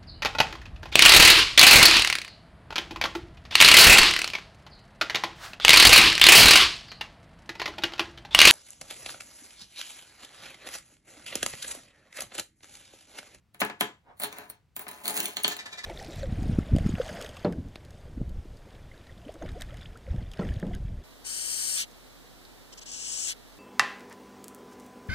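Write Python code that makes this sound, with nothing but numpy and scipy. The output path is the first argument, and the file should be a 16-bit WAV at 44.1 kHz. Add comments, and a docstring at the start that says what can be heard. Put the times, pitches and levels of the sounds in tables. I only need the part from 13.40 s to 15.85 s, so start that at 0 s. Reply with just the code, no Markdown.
"""A soft hush of room air comes first; then coins are set down by hand on a hard tabletop, close to two microphones.
The coins are pushed together into a small heap, and a quick run of short, ringing rasps follows.
Each contact thumps the tabletop, clacks, and rings the finger-damped coins.
Sliding drives the same three sounds with dense stick-slip grains; rasps are grains too, and a skin brush is noise.
A small, quiet room surrounds it all."""
import sys
import numpy as np
from scipy import signal
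from scipy.fft import rfft, irfft
from scipy.io import wavfile
from scipy.ndimage import uniform_filter1d

SR = 44100
rng = np.random.default_rng(int(sys.argv[2]) if len(sys.argv) > 2 else 0)


def dump_mix(stems):
    """Bounce the given channels to the path in sys.argv[1] as a 16-bit WAV at rate SR."""
    frames = np.atleast_2d(stems).T  # one column per channel
    limited = np.clip(frames, -1, 1)  # hard clip at full scale
    pcm = np.round(limited * 32767).astype(np.int16)
    wavfile.write(sys.argv[1], SR, pcm)


N = 108045

# coins touching the top: t/s, tabletop level/dB, clack level/dB, coin treble level/dB
COIN_CONTACTS = [(.145, -54, -55.5, -53.5), (0.2158, -21, -52, -56), (0.249, -39.5, -43.5, -36),
                 (0.298, -36.5, -50, -57), (0.4087, -24, -25, -26), (0.7988, -44, -51, -35.5),
                 (.835, -33.5, -34, -30), (0.9263, -48, -42, -50.5), (.984, -42, -50.5, -43.5),
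                 (1.099, -53.5, -49.5, -44), (1.3642, -44.5, -43, -37.5), (1.393, -47, -46.5, -40),
                 (1.466, -41.5, -73, -71), (1.5126, -47, -51, -42.5), (1.655, -41, -36.5, -36.5),
                 (1.679, -39.5, -30, -26.5), (1.697, -55, -34, -38), (1.775, -48, -31, -32.5),
                 (1.802, -43, -27.5, -33), (1.8562, -62, -30.5, -33.5), (1.9683, -39, -31, -37.5),
                 (2.034, -62, -52, -31), (2.045, -29.5, -21, -51), (2.079, -35, -27, -30.5),
                 (2.166, -46.5, -44, -42.5)]
# coins sliding on the top: middle t/s, half length t/s, tabletop level/dB, clack level/dB, coin treble level/dB
COIN_SLIDES = [(.212, 0.0072, -38, -27.5, -28), (.832, 0.021, -41.5, -38, -36.5),
               (.96, 0.066, -52, -57.5, -62), (1.11, 0.022, -58.5, -61, -65),
               (1.412, 0.018, -52, -55, -48.5), (1.56, 0.06, -55, -57, -57),
               (1.487, 0.004, -43.5, -41.5, -39), (1.695, 0.032, -42, -38.5, -36.5),
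               (1.768, 0.019, -39, -33.5, -33), (1.806, 0.0054, -50, -34.5, -27.5),
               (1.84, 0.049, -46, -41.5, -41), (1.995, 0.023, -46.5, -44, -49.5),
               (2.11, 0.018, -44, -36, -44.5), (2.32, 0.16, -57, -57.5, -84)]
# short rasps: middle t/s, half length t/s, level/dB
RASP_STROKES = [(2.115, 0.0043, -33.5), (2.196, 0.0071, -36), (2.263, 0.0038, -35), (2.33, 0.0068, -38.5),
                (2.386, 0.0069, -36.5), (2.446, 0.0063, -33.5)]
# skin brushing over the top: middle t/s, half length t/s, level/dB
SKIN_BRUSHES = [(.698, 0.026, -54.5)]
# the hand bearing down as it pushes the coins: middle t/s, half length t/s, level/dB
HAND_RUBS = [(1.68, .022, -51), (1.785, 0.048, -52.5)]
# resonances of the tabletop: f/Hz, level/dB
TABLE_RESONANCES = [(211, 1), (345, -3), (420, 2.5), (625, -3.5), (711, 2), (850, 0.5), (925, 2), (1008, 3),
                    (1690, 2)]
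# resonances of the coins: f/Hz, level/dB
COIN_RESONANCES = [(7450, -12.5), (9440, -2.5), (12835, -7), (15290, 3.5)]
# resonances of choked coins, within the clack: f/Hz, level/dB
CLACK_RESONANCES = [(2900, -2), (4400, 2.5), (7000, 0.5)]
# resonances rung by the rasps: f/Hz, level/dB
RASP_RESONANCES = [(1710, 0.5), (2010, 1), (2370, -2.5), (3770, 2.5), (4480, -1)]
# tone colour of the tabletop thump: f/Hz, relative level/dB
THUMP_COLOUR = [(40, -30), (130, -3.5), (400, 1.5), (570, -6), (920, -1.5), (1750, -2), (2250, -4),
                (16000, -47.5)]
# tone colour of dragging on the tabletop: f/Hz, relative level/dB
DRAG_COLOUR = [(130, -8.5), (650, 1), (2000, -3)]
# tone colour of the clack: f/Hz, relative level/dB
CLACK_COLOUR = [(200, -23.5), (1300, -18), (2000, 5), (4300, 2.5), (5400, -4.5), (7100, 1.5),
                (10000, -17.5), (16000, -42.5)]
# tone colour of the bright coin tick: f/Hz, relative level/dB
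TICK_COLOUR = [(6000, -20), (9300, 7.5), (10900, 1.5), (12300, 3), (14000, -7), (15400, 3)]
# tone colour of the rasps: f/Hz, relative level/dB
RASP_COLOUR = [(150, -14.5), (950, -4), (4600, -0.5), (7900, -10.5), (13000, -21), (14200, -40.5)]
# tone colour of the brushing skin: f/Hz, relative level/dB
SKIN_COLOUR = [(200, -9), (800, 2), (1900, -13.5), (12000, -54)]
# tone colour of the room air: f/Hz, relative level/dB
AIR_COLOUR = [(25, -28), (62, 5.5), (120, 4.5), (400, -15.5), (2400, -22), (16000, -40)]

# T60 is the time a sound takes to fall by 60 dB
AIR_DB = -69
ROOM_T60_S, CLACK_ROOM_DB, TICK_ROOM_DB, RASP_ROOM_DB, SKIN_ROOM_DB = 0.2, -3.5, -24.5, -1, -1
EAR_LAG_S = .000179  # delay between the two microphones
TOP_HZ = 15900
RASP_RING_DB, RASP_RING_T60_S = -0.5, 0.033
RUB_HZ = 407  # the soft hand passes only the bass to the top
TABLE_T60_S, TABLE_TAIL_DB, TABLE_TAIL_T60_S = 0.054, -3, 0.25
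TABLE_RING_DB, TABLE_RING_T60_S = -5.5, 0.22
TABLE_LAG_S = 0.001021  # the thump comes this long after the clack's set time
TABLE_LEFT_DB, WIDE_HZ, TABLE_SIDE_DB = 2, 690, -3  # left over right; stereo width lies above WIDE_HZ
CLACK_T60_S, CLACK_TAIL_DB, CLACK_RING_DB, CLACK_RING_T60_S = 0.24, -9.5, -7.5, 0.0081
TICK_T60_S, TICK_TAIL_DB, COIN_RING_DB, COIN_RING_T60_S = 0.14, -8, -1.5, 0.058
COINS_FREE_S, HELD_DB = .6, -25.5  # the first coins are pressed flat under a finger and hardly ring
CHATTER_S, TOUCH_S, TOUCH_DB = 0.00054, 0.0035, -13.5
GRAINS_PER_S, GRAIN_SCATTER_DB = 1100, 4.5
# chance drifts: size in dB, new values per second
PLACE_DB, PLACE_PER_S = 4.5, 25
SHIFT_DB, SHIFT_PER_S = 3, 22
GRIP_DB, GRIP_PER_S = 3, 90


def amp(db):
    """Turn decibels into a gain."""
    return 10 ** (np.asarray(db) / 20)


def unit(x):
    """Scale to unit energy, averaged over the channels."""
    return x / np.sqrt(np.mean(np.sum(x ** 2, axis=-1)) + 1e-20)


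def seconds(size=N):
    """Give the time of every sample."""
    return np.arange(size) / SR


def through(x, response):
    """Pass a sound through a response, with one or two channels on either side."""
    return signal.fftconvolve(np.atleast_2d(x), np.atleast_2d(response), axes=-1)[:, :N]


def colour(points, size=2048):
    """Make a unit-energy response with the given spectrum that starts at once (minimum phase)."""
    hz, db = np.array(points).T
    bins = np.fft.rfftfreq(size, 1 / SR) + 1  # one added to avoid log(0)
    spectrum_db = np.interp(np.log(bins), np.log(hz), db)
    cepstrum = irfft(np.log(amp(spectrum_db)))
    # fold the backward half onto the forward half
    cepstrum[1:size // 2] *= 2
    cepstrum[size // 2 + 1:] = 0
    return unit(irfft(np.exp(rfft(cepstrum))))


def fade(t60, size=22050):
    """Die away evenly in decibels, by 60 dB in t60 seconds."""
    return np.exp(-np.log(1000) * seconds(size) / t60)


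def tail(t60, channels=1, size=22050):
    """Noise dying away stands for dense reflections or resonances."""
    return unit(rng.standard_normal((channels, size)) * fade(t60, size))


def walk(rate):
    """Slow chance: random values joined by straight lines."""
    k = int(SR / rate)
    steps = np.repeat(rng.standard_normal(N // k + 1), k)[:N]
    return uniform_filter1d(steps, k)


def wander(db, rate):
    """A gain that drifts by chance."""
    return amp(db * np.clip(walk(rate), -2, 1))


def ring(force, modes, t60):
    """Ring fading resonances; each one's share of the force changes as the point of contact moves."""
    decay, out = unit(fade(t60)), 0
    for hz, db in modes:
        turn = np.exp(2j * np.pi * hz * seconds())
        share = force * wander(PLACE_DB, PLACE_PER_S)
        mode = turn * through(share / turn, decay)  # shift down to 0 Hz, smear, shift back up
        phase = np.exp(2j * np.pi * rng.random())
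        out = out + amp(db) * np.sqrt(2) * np.real(mode * phase)
    return out / np.sqrt(sum(amp(db) ** 2 for _, db in modes))


def add(track, start, x):
    """Mix a short sound into a track."""
    i = max(int(start * SR), 0)
    track[i:i + len(x)] += x[:max(N - i, 0)]


def struck(after):
    """A direct click together with its after-sound."""
    return signal.unit_impulse(after.shape[-1]) + after


def heard(response, room_db, size=32):
    """Direct sound reaches the right microphone first; the room reaches each on its own."""
    k = np.arange(size) - size // 4
    # sinc curves allow a delay by a fraction of a sample
    ears = np.array([np.sinc(k - EAR_LAG_S * SR), np.sinc(k)])
    wet = through(response, tail(ROOM_T60_S, channels=2))
    direct = through(response, ears)
    missing = wet.shape[1] - direct.shape[1]
    return amp(room_db) * wet + np.pad(direct, ((0, 0), (0, missing)))


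def strokes(rows):
    """Each stroke swells and fades; one envelope for each level column."""
    t = seconds()
    power = sum(amp(levels)[:, None] ** 2 * np.exp(-((t - middle) / half) ** 2)
                for middle, half, *levels in rows)
    return np.sqrt(power)


def friction():
    """Stick-slip: dense tiny catches of uneven size and random sign."""
    caught = rng.random(N) < GRAINS_PER_S / SR
    sign = rng.choice([-1, 1], N)
    strength = amp(GRAIN_SCATTER_DB * np.clip(rng.standard_normal(N), -2, 2))
    catches = caught * sign * strength
    return catches / catches.std()


def room_air():
    """Steady coloured noise, partly shared by both sides and partly separate."""
    noise = rng.standard_normal(N) + 0.46 * rng.standard_normal((2, N))
    return amp(AIR_DB) * through(noise, colour(AIR_COLOUR))


def skin_brush():
    """Skin brushing the top is a swell of soft coloured noise."""
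    noise = strokes(SKIN_BRUSHES) * rng.standard_normal(N)
    return through(noise, heard(colour(SKIN_COLOUR), SKIN_ROOM_DB))


def ringing_rasps():
    """Short bursts of stick-slip grains scrape and set resonances ringing."""
    scratch = strokes(RASP_STROKES) * friction()
    scrape = through(scratch, colour(RASP_COLOUR))
    ringing = amp(RASP_RING_DB) * ring(scratch, RASP_RESONANCES, RASP_RING_T60_S)
    return heard(scrape + ringing, RASP_ROOM_DB) / np.sqrt(2)


def hand_rub():
    """The pushing hand bears down on the top with grains whose treble its softness removes."""
    rub = signal.sosfilt(signal.butter(4, RUB_HZ, fs=SR, output="sos"), friction())
    return strokes(HAND_RUBS)[0] * rub / rub.std()


def table_sound(force):
    """A quick thump and lingering plate resonances."""
    body = tail(TABLE_T60_S) + amp(TABLE_TAIL_DB) * tail(TABLE_TAIL_T60_S)
    thump = through(force, unit(through(body, colour(THUMP_COLOUR))))[0]
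    return thump + amp(TABLE_RING_DB) * ring(force, TABLE_RESONANCES, TABLE_RING_T60_S)[0]


def tabletop(force):
    """The tabletop reaches the left first; before that delay its bass is alike on both sides."""
    mid, side = table_sound(force), table_sound(force)
    high_pass = signal.butter(2, WIDE_HZ, "high", fs=SR, output="sos")
    side = amp(TABLE_SIDE_DB) * signal.sosfilt(high_pass, side)
    right = np.pad(mid - side, (int(EAR_LAG_S * SR), 0))[:N]
    balance = amp(np.array([[TABLE_LEFT_DB], [-TABLE_LEFT_DB]]) / 2)
    return np.array([mid + side, right]) * balance


def coin_clack(force):
    """The hard, short clack of metal meeting the top, with choked coin resonances."""
    click = through(force, struck(amp(CLACK_TAIL_DB) * tail(CLACK_T60_S)))
    crack = through(click, colour(CLACK_COLOUR))
    ringing = amp(CLACK_RING_DB) * ring(force, CLACK_RESONANCES, CLACK_RING_T60_S)
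    return heard(crack + ringing, CLACK_ROOM_DB) / np.sqrt(2)


def coin_treble(force):
    """A bright tick and the damped ring of the discs."""
    click = through(force, struck(amp(TICK_TAIL_DB) * tail(TICK_T60_S)))
    tick = through(click, colour(TICK_COLOUR))
    free = amp(np.where(seconds() < COINS_FREE_S, HELD_DB, 0))
    ringing = amp(COIN_RING_DB) * ring(force * free, COIN_RESONANCES, COIN_RING_T60_S)
    return heard(tick + ringing, TICK_ROOM_DB)


def shifting(force, count=14):
    """As the coins turn and touch at new places, each band of the force swells and fades on its own."""
    place = np.linspace(0, count, N // 2 + 1)
    spectrum = rfft(force)
    # overlapping triangular bands
    bands = (irfft(spectrum * np.maximum(1 - np.abs(place - k), 0), N) for k in range(count))
    return sum(band * wander(SHIFT_DB, SHIFT_PER_S) for band in bands)


def slides():
    """Sliding coins catch and slip under an uneven grip; gives forces for top, clack and treble."""
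    return strokes(COIN_SLIDES) * friction() * wander(GRIP_DB, GRIP_PER_S)


def contacts(size=2048):
    """The rim grazes the top, lands with one push and chatters for a moment; gives the same three forces."""
    force, lead = np.zeros((3, N)), size / 2 / SR
    t = seconds(size) - lead
    u = np.maximum(t, 0) / CHATTER_S
    graze = amp(TOUCH_DB) * np.exp(-np.abs(t) / TOUCH_S)
    shape = u * np.exp(1 - u) + graze
    blow = np.sqrt(SR / 100)  # makes the force levels means over 10 ms
    for start, table_db, clack_db, coin_db in COIN_CONTACTS:
        chatter = blow * unit(rng.standard_normal(size) * shape)
        add(force[0], start + TABLE_LAG_S, np.array([blow * amp(table_db)]))
        add(force[1], start - lead, amp(clack_db) * chatter)
        add(force[2], start - lead, amp(coin_db) * chatter)
    return force


def scene():
    """Contacts, slides and the pushing hand drive the top and the coins; rasps, skin and room air join them."""
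    background = room_air() + skin_brush() + ringing_rasps()
    hit, slide = contacts(), slides()
    drag = through(slide[0] + hand_rub(), colour(DRAG_COLOUR))[0]
    top = tabletop(hit[0] + drag)
    clack = coin_clack(hit[1] + shifting(slide[1]))
    treble = coin_treble(hit[2] + shifting(slide[2]))
    return background + top + clack + treble


def record(dry):
    """The recorder cuts the highest treble with a steep low-pass filter."""
    return signal.sosfilt(signal.ellip(8, .2, 70, TOP_HZ, fs=SR, output="sos"), dry)


dry = scene()
out = record(dry)
dump_mix(out)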